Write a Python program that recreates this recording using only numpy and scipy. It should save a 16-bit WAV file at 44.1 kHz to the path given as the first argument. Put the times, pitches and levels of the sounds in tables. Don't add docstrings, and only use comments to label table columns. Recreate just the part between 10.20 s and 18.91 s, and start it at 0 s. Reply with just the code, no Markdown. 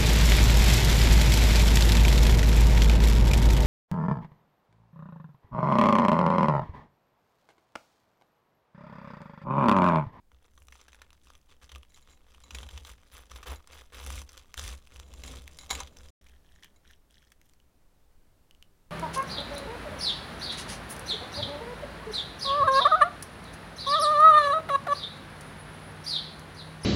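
import sys
import numpy as np
from scipy import signal
from scipy.fft import rfft, irfft
from scipy.io import wavfile
from scipy.ndimage import uniform_filter1d

SR = 44100
rng = np.random.default_rng(int(sys.argv[2]) if len(sys.argv) > 2 else 0)


def pcm_store(signal):
    levels = np.round(np.clip(np.atleast_2d(signal), -1, 1) * 32767)
    wavfile.write(sys.argv[1], SR, levels.astype(np.int16).T)


N = 384047
TIME_S = np.arange(N) / SR
TAIL_S = np.arange(SR // 3) / SR
DROPOUT_START_S, DROPOUT_END_S = 5.904, 6.012


# start_s, length_s, crackle_db, tilt_db_per_octave, boom_db
KNIFE_STROKES = [(0.11, 0.028, -67.5, -3, -56), (0.22, 0.057, -68.5, -3.5, -87),
                 (0.33, 0.21, -72, 11, -58.5), (0.535, 0.11, -63, -1, -70.5), (0.68, 0.18, -67, -2.5, -62),
                 (0.9, 0.12, -75, 0, -78), (1.035, 0.12, -64.5, 2, -64), (1.29, 0.04, -63, -0.5, -65),
                 (1.42, 0.02, -56.5, -0.5, -54.5), (1.51, 0.071, -66, 1, -47), (1.73, 0.074, -67, 1.5, -87),
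                 (1.87, 0.047, -63, -1, -62.5), (2.07, 0.38, -67.5, -1, -61), (2.31, 0.15, -57, -1, -43.5),
                 (2.5, .11, -57, 0, -44), (2.655, 0.067, -53, 0.5, -49.5), (2.915, 0.1, -56, -1.5, -54.5),
                 (3.095, 0.11, -58, -2.5, -47.5), (3.26, 0.075, -45, -4, -39.5),
                 (3.49, 0.13, -55, -1.5, -56), (3.725, 0.13, -50, -2, -47), (3.83, 0.18, -49, 1.5, -39.5),
                 (4.1, 0.11, -58, 0.5, -59), (4.365, 0.17, -47, 1.5, -39.5), (4.71, 0.13, -60.5, 0, -49.5),
                 (4.87, 0.39, -62.5, 1.5, -47), (5.035, 0.16, -53.5, 0.5, -56), (5.26, 0.38, -61, 2, -56.5),
                 (5.51, 0.12, -48.5, -2, -42.5), (5.76, 0.22, -63.5, 1, -53.5)]
# time_s, crackle_db
REST_CRACKLE = [(0.1, -81.5), (1.5, -77.5), (2.3, -69), (5.8, -69.5)]
# freq_hz, density_db
CRUMB_SPECTRUM = [(100, -25), (480, -2.5), (750, -7), (1150, -3), (1950, -2), (3500, 3.5), (4300, -4.5),
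                  (6100, -5), (7400, -7.5), (9500, -9), (11000, -17), (16000, -21)]

def crust():
    return amp(-1.5) * crackle(KNIFE_STROKES, CRUMB_SPECTRUM, rate_per_s=1250, crowding=0.98,
                               spread_db=5, resonance_db=6.5, size_tilt=1.96,
                               rest=resting(curve(REST_CRACKLE)))


def crackle(moves, spectrum, rate_per_s, crowding, spread_db, resonance_db, size_tilt, rest=0):
    clumps = np.interp(TIME_S * 55, np.arange(2000), rng.uniform(-1, 1, 2000))
    level = np.hypot(effort(moves), rest) * amp(3 * clumps)
    chance = rate_per_s * (level / amp(-58.5)) ** crowding / SR
    breaks = (rng.random(N) < chance) * rng.choice([-1, 1], N)
    breaks = breaks * amp(spread_db * np.minimum(rng.exponential(1, N), 4))
    clicks = []
    for pitch_hz in np.geomspace(800, 12000, 48):
        click = fragment(spectrum, pitch_hz, size_tilt * octaves(pitch_hz), resonance_db)
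        clicks.append(unit_rms(np.convolve(click, fracture(crumble_ms=1, splintering=0.72))))
    kind, grains = rng.integers(0, len(clicks), N), np.zeros(N)
    for i in np.flatnonzero(breaks):
        add(grains, i / SR, breaks[i] * clicks[kind[i]])
    hz, frame_s, frames = signal.stft(grains, SR, nperseg=256)
    start_s, length_s, _, tilt, _ = np.transpose(moves)
    frames *= amp(octaves(hz)[:, None] * np.interp(frame_s, start_s + length_s / 2, tilt))
    tilted = signal.istft(frames, SR, nperseg=256)[1][:N]
    return level * steadied(tilted, window_s=0.025)


def fracture(crumble_ms, splintering):
    t_ms = 1000 * np.arange(SR // 50) / SR
    splinters = rng.standard_normal(len(t_ms)) * np.exp(-t_ms / crumble_ms)
    splinters[:4] = 0
    force = unit_energy(splinters) * splintering * (crumble_ms + 0.8)
    force[0] = -1
    return force


def fragment(spectrum, pitch_hz, tilt_db_per_octave, resonance_db):
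    hz = np.fft.rfftfreq(2048, 1 / SR)
    resonance = np.exp(-(np.log2((hz + 1) / pitch_hz) / 0.42) ** 2)
    db = spectrum_db(spectrum, hz) + tilt_db_per_octave * octaves(hz) + resonance_db * resonance
    log_gain = np.log(amp(np.r_[db, db[-2:0:-1]]))
    minimum_phase = np.exp(np.conj(signal.hilbert(log_gain)))[:len(hz)]
    return unit_energy(irfft(minimum_phase)[:512])


# start_s, level_db, pitch_hz, crumble_ms
SNAPS_AND_CLICKS = [(0.377, -57.5, 1140, 2.9), (0.42, -61.5, 2680, 1.7), (0.4844, -54.5, 3260, 1.1),
                    (0.5232, -50.5, 2220, 3.9), (0.5547, -58, 970, 0.94), (0.614, -57, 6260, 1.2),
                    (0.682, -54, 1590, 4.1), (0.731, -55, 1530, 1.8), (0.746, -54.5, 1650, 1.9),
                    (0.8176, -48.5, 1850, 2.7), (0.9052, -58.5, 3000, 0.65), (0.9307, -60, 2860, 0.24),
                    (1.071, -60.5, 2920, 0.51), (1.1025, -55, 1350, 1.1), (1.1523, -57, 2630, 2.1),
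                    (1.4928, -52.5, 3270, 6), (1.5172, -48.5, 3060, 5.1), (1.5502, -50.5, 2860, 0.63),
                    (1.5587, -47.5, 1270, 2.1), (1.6311, -55, 3100, 2.1), (1.7752, -58.5, 1130, 1.1),
                    (2.1464, -57.5, 2920, 3), (2.3072, -44, 3240, 3.4), (2.3478, -39.5, 2080, 5),
                    (2.386, -43, 3320, 1.7), (2.4302, -45.5, 3300, 5.9), (2.4889, -47.5, 3330, 3.3),
                    (2.576, -45.5, 3140, 2.5), (2.6493, -47.5, 3460, 3.2), (3.1155, -47, 1130, 3.2),
                    (3.1593, -46.5, 3300, 6.4), (3.2291, -45.5, 1340, 8.7), (3.4735, -54, 10200, 2.4),
                    (3.864, -43.5, 11000, 1.6), (3.9034, -41.5, 11100, 1.5), (3.979, -45.5, 2040, 3.4),
                    (4.0167, -48.5, 1070, 3.2), (4.0913, -51, 5240, 3.6), (4.1768, -48, 3420, 1.5),
                    (4.342, -43, 1380, 0.5), (4.3775, -38.5, 1290, 1.7), (4.3944, -37, 6260, 2.1),
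                    (4.4783, -41.5, 7700, 0.78), (4.6725, -56.5, 3500, 1.1), (4.761, -51.5, 2920, 0.64),
                    (4.7989, -48, 4600, 0.22), (4.938, -52, 5720, 1.5), (5.0367, -45, 3340, 1.5),
                    (5.2781, -46, 1970, 0.39), (5.3882, -45.5, 4430, 0.43), (5.5033, -31, 4150, 12),
                    (5.5074, -47, 7440, 4.2), (5.553, -38.5, 6900, 0.63), (5.6026, -39.5, 6550, 2.5),
                    (5.6338, -48.5, 3960, 0.91), (5.6728, -50.5, 3600, 6.1), (5.7696, -53, 6580, 1.8),
                    (5.7868, -56, 5900, 0.72), (6.067, -57.5, 2130, 3.8), (6.095, -62, 2080, 1.8),
                    (6.4444, -50, 1820, 3.4), (6.7097, -55.5, 1730, 2.5), (7.1192, -54, 1800, 3.7),
                    (7.215, -60.5, 1920, 0.69), (7.296, -64.5, 8000, 1.2), (7.336, -64.5, 5700, 0.74)]
# time_s, tilt_db_per_octave
SNAP_BRIGHTNESS = [(0.4, 0), (2.5, 0), (4.4, 1), (5.2, 2), (5.6, 1.5), (7.2, 3)]
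# freq_hz, density_db
SNAP_SPECTRUM = [(100, -23), (300, -9), (600, -6), (1200, -0.5), (2000, -2), (3500, -0.5), (4400, -8),
                 (6100, -6), (7500, -11.5), (10000, -14), (16000, -20.5)]

def snaps():
    out = np.zeros(N)
    for start_s, level_db, pitch_hz, crumble_ms in SNAPS_AND_CLICKS:
        tilt = np.interp(start_s, *np.transpose(SNAP_BRIGHTNESS))
        click = fragment(SNAP_SPECTRUM, pitch_hz, tilt, resonance_db=8)
        snap = signal.fftconvolve(fracture(crumble_ms, splintering=0.98), click)
        add(out, start_s, amp(level_db) * unit_energy(snap) * np.sqrt(SR * 0.005))
    return out


# freq_hz, level_db, t60_s
BLADE_MODES = [(535, -8, 0.045), (1160, 5.5, 0.0058), (2150, -16, .04), (2672, -17, 0.035),
               (3900, -15, .03), (5100, -13, 0.04), (6126, 4.5, 0.02), (7550, 5, 0.009), (8190, -14, 0.04),
               (10030, 1, 0.035), (11100, -7, 0.019), (12680, -2, .03), (14720, -7, .045)]
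# time_s, gain_db
TOOTH_BITE = [(0, -23), (2.3, -22), (2.95, -6), (3.3, -11), (3.8, -12), (4.5, -28), (5, -43)]

def blade(breaking, catches_per_s=260):
    catches = rng.standard_normal(N) * (rng.random(N) < catches_per_s / SR)
    rasp = filtered(excite(catches, BLADE_MODES), 9000, "high", order=4)
    zing = effort(KNIFE_STROKES) * amp(curve(TOOTH_BITE)) * unit_rms(rasp)
    return zing + amp(-8) * excite(breaking * (TIME_S < DROPOUT_START_S), BLADE_MODES)


# freq_hz, level_db, t60_s (before damping)
PLATE_MODES = [(791, -5.5, .13), (991, -4.5, .13), (1100, -6, .08), (1680, -10, .08), (2110, -3, .07),
               (2200, -2, .08), (3210, -8, .09), (3740, -3, .04), (3870, -2, .04), (3985, 2, .09),
               (4480, -13, .07), (5530, -9, .05), (5980, -9, .05), (6715, -5, .06), (6820, 0, .08),
               (6910, -5, .08), (7380, -2, .08), (8290, -12, .05), (10400, -13, .14), (11190, -16, .08),
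               (14240, -18, .1)]
# start_s, relative_db, low_modes_db
PLATE_KNOCKS = [(1.702, -62, -17), (1.7438, -51, -35), (1.825, -59, -28), (2.237, -48.5, -26),
                (2.349, -41, -14), (3.359, -50, -9), (5.0366, -43.5, -3), (5.078, -42, -2),
                (5.1678, -51, -9), (5.3901, -43, -24.5), (5.4109, -47.5, -9), (5.433, -49, -2.5),
                (5.494, -43.5, 0), (5.5088, -24, 1.5), (5.529, -34, 4), (5.5501, -36.5, -7.5),
                (5.6047, -39, 10), (6.353, -63, -11), (6.561, -60.5, -7)]

def plate_knocks():
    out = np.zeros(N)
    white = rng.standard_normal((len(PLATE_KNOCKS), len(TAIL_S)))
    for (start_s, relative_db, low_db), burst in zip(PLATE_KNOCKS, white):
        ringing = ring(PLATE_MODES, low_db, damping=1.3, random_spot=True)
        rattle = amp(low_db) * unit_rms(filtered(burst, [550, 1500], "band")) * decay(t60_s=0.024)
        grit = amp(-7) * unit_rms(filtered(burst, [1800, 6500], "band")) * decay(t60_s=0.035)
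        add(out, start_s, amp(relative_db - 6) * (ringing + rattle + grit))
    return out


# start_s, length_s, ring_db, rub_db
BLADE_DRAGS = [(1.89, 0.05, -64.5, -71), (2.25, 0.23, -68, -65), (4.8, 0.38, -70, -62.5),
               (5.04, 0.15, -80, -52.5), (5.25, 0.53, -78, -62), (5.51, 0.07, -53.5, -52),
               (5.7, 0.28, -74, -64)]

def plate_scrape(slips_per_s=700):
    slips = (rng.random(N) < slips_per_s / SR) * rng.standard_normal(N)
    ringing = ring(PLATE_MODES, low_db=-9, corner_hz=1970, random_spot=True)
    scrape = signal.oaconvolve(slips, ringing)[:N]
    return effort(BLADE_DRAGS) * steadied(scrape, window_s=0.04)


# start_s, length_s, crackle_db, tilt_db_per_octave, boom_db
FILLING_TUGS = [(6.011, 0.15, -72.5, -2.5, -59.5), (6.234, 0.21, -73, 0.5, -67),
                (6.427, 0.012, -54.5, 2, -67), (6.546, 0.018, -85, -6, -66),
                (6.642, 0.091, -66.5, 0.5, -62), (6.898, 0.2, -71.5, 1.5, -70), (7.2, 0.14, -79, 6, -78)]
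# freq_hz, density_db
FILLING_SPECTRUM = [(100, -26), (700, -13), (1200, -13), (1800, 5), (2500, -3.5), (3300, 6), (4600, -11.5),
                    (5700, -1), (7500, -15), (16000, -22)]

def filling():
    return amp(4.5) * crackle(FILLING_TUGS, FILLING_SPECTRUM, rate_per_s=2000, crowding=0.5,
                              spread_db=7, resonance_db=14, size_tilt=1)


# start_s, relative_db
CHOPSTICK_TICKS = [(7.401, -67), (8.3104, -57.5), (8.349, -65), (8.4259, -52.5)]
# freq_hz, level_db, t60_s
CHOPSTICK_MODES = [(2970, 4.5, 0.0092), (4360, 2.5, 0.00077), (6030, -13, 0.0048), (11500, -8, 0.00056)]

def chopsticks():
    out = np.zeros(N)
    for start_s, relative_db in CHOPSTICK_TICKS:
        add(out, start_s, amp(relative_db + 8) * ring(CHOPSTICK_MODES, phase_rad=1.4))
    return out


# freq_hz, density_db
RUB_SPECTRUM = [(25, -6.5), (110, 4.5), (170, 4), (280, 3.5), (380, -4.5), (510, 3), (680, -6), (950, -11),
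                (1500, -21), (4000, -59)]

def table(mode_hz=65, width_hz=8, skirt_hz=24):
    offset_hz = np.fft.rfftfreq(N, 1 / SR) - mode_hz
    mode = 1 / (1 + 2j * offset_hz / width_hz) / (1 + (offset_hz / skirt_hz) ** 4)
    boom = irfft(rfft(rng.standard_normal(N)) * mode, N)
    moving = effort(KNIFE_STROKES + FILLING_TUGS, column=4, lag_s=0.011, release_db_per_s=286)
    push = np.hypot(moving, resting(-70))
    rubbing = np.hypot(push * amp(-17), effort(BLADE_DRAGS, column=3))
    return push * amp(1) * steadied(boom, window_s=0.05) + rubbing * noise(RUB_SPECTRUM)


def reflections(x, echoes_per_s=3000, delay_s=0.004, cutoff_hz=5000):
    taps = rng.standard_normal(len(TAIL_S)) * (rng.random(len(TAIL_S)) < echoes_per_s / SR)
    taps *= (TAIL_S > delay_s) * decay(t60_s=0.14)
    tail = filtered(unit_energy(taps), cutoff_hz, "low", order=1)
    return signal.oaconvolve(x, tail)[:N]


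# freq_hz, density_db
ROOM_SPECTRUM = [(20, 2), (35, -9), (70, -9.5), (105, -18), (160, -18.5), (340, -23.5), (1000, -31),
                 (2300, -38), (6000, -41.5), (16000, -44)]
# time_s, gain_db
ROOM_SWELL = [(0, 4.5), (1.2, 7.5), (5.8, 12), (7.2, 8.5), (8, 10.5)]

def room_noise():
    return amp(-70 + curve(ROOM_SWELL)) * noise(ROOM_SPECTRUM)


def effort(moves, column=2, lag_s=0, attack_s=0.018, arch_db=3.5, release_db_per_s=354):
    power = np.zeros(N)
    for move in moves:
        start_s, length_s = move[:2]
        t = TIME_S - start_s - lag_s
        attack = np.clip(t / attack_s + 0.5, 0, 1)
        arch = np.sin(np.pi * np.clip(t / length_s, 0, 1))
        release_db = release_db_per_s * np.clip(t - length_s, 0, 1)
        power += (attack * amp(move[column] + arch_db * (arch - 1) - release_db)) ** 2
    return np.sqrt(power)


def resting(db):
    return amp(db) * (TIME_S > KNIFE_STROKES[0][0]) * (TIME_S < DROPOUT_START_S)


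def ring(modes, low_db=0, corner_hz=1500, damping=1, phase_rad=0, random_spot=False):
    signs = rng.choice([-1, 1], len(modes)) if random_spot else np.ones(len(modes))
    out = np.zeros(len(TAIL_S))
    for (hz, level_db, t60_s), sign in zip(modes, signs):
        gain = sign * amp(level_db + low_db / (1 + (hz / corner_hz) ** 4))
        out += gain * decay(t60_s / damping) * np.sin(2 * np.pi * hz * TAIL_S + phase_rad)
    return out


def excite(x, modes):
    return signal.oaconvolve(x, unit_energy(ring(modes, phase_rad=0.87)))[:N]


def noise(spectrum):
    gain = amp(spectrum_db(spectrum, np.fft.rfftfreq(N, 1 / SR)))
    return unit_rms(irfft(rfft(rng.standard_normal(N)) * gain, N))


def steadied(x, window_s):
    x, size = unit_rms(x), int(window_s * SR)
    power = uniform_filter1d(uniform_filter1d(x ** 2, size), size)
    return x / np.sqrt(abs(power) + 1e-6)


def octaves(hz):
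    return np.log2(np.maximum(hz, 800) / 3000)


def spectrum_db(spectrum, hz):
    freq_hz, density_db = np.transpose(spectrum)
    return np.interp(np.log(hz + 1), np.log(freq_hz), density_db)


def filtered(x, edges_hz, kind, order=2):
    return signal.sosfilt(signal.butter(order, edges_hz, kind, fs=SR, output="sos"), x)


def decay(t60_s):
    return amp(-60 * TAIL_S / t60_s)


def curve(points):
    return np.interp(TIME_S, *np.transpose(points))


def amp(db):
    return 10 ** (np.asarray(db) / 20)


def unit_rms(x):
    return x / np.sqrt(np.mean(x ** 2) + 1e-20)


def unit_energy(x):
    return x / np.linalg.norm(x)


def add(mix, start_s, sound):
    part = mix[round(start_s * SR):][:len(sound)]
    part += sound[:len(part)]


def scene():
    crumbs, tearing = crust(), filling()
    breaking = crumbs + snaps()
    near = breaking + tearing + blade(breaking) + plate_knocks() + plate_scrape() + chopsticks()
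    return (near + room_noise() + amp(-13) * reflections(near) + table())[None]


def record(dry, cutoff_hz=16100):
    gate = uniform_filter1d(1.0 * ((TIME_S < DROPOUT_START_S) | (TIME_S > DROPOUT_END_S)), size=64)
    lowpass = signal.firwin(511, cutoff_hz, window=("kaiser", 9), fs=SR)
    return signal.oaconvolve(dry * gate, lowpass[None], "same")


dry = scene()
out = record(dry)
pcm_store(out)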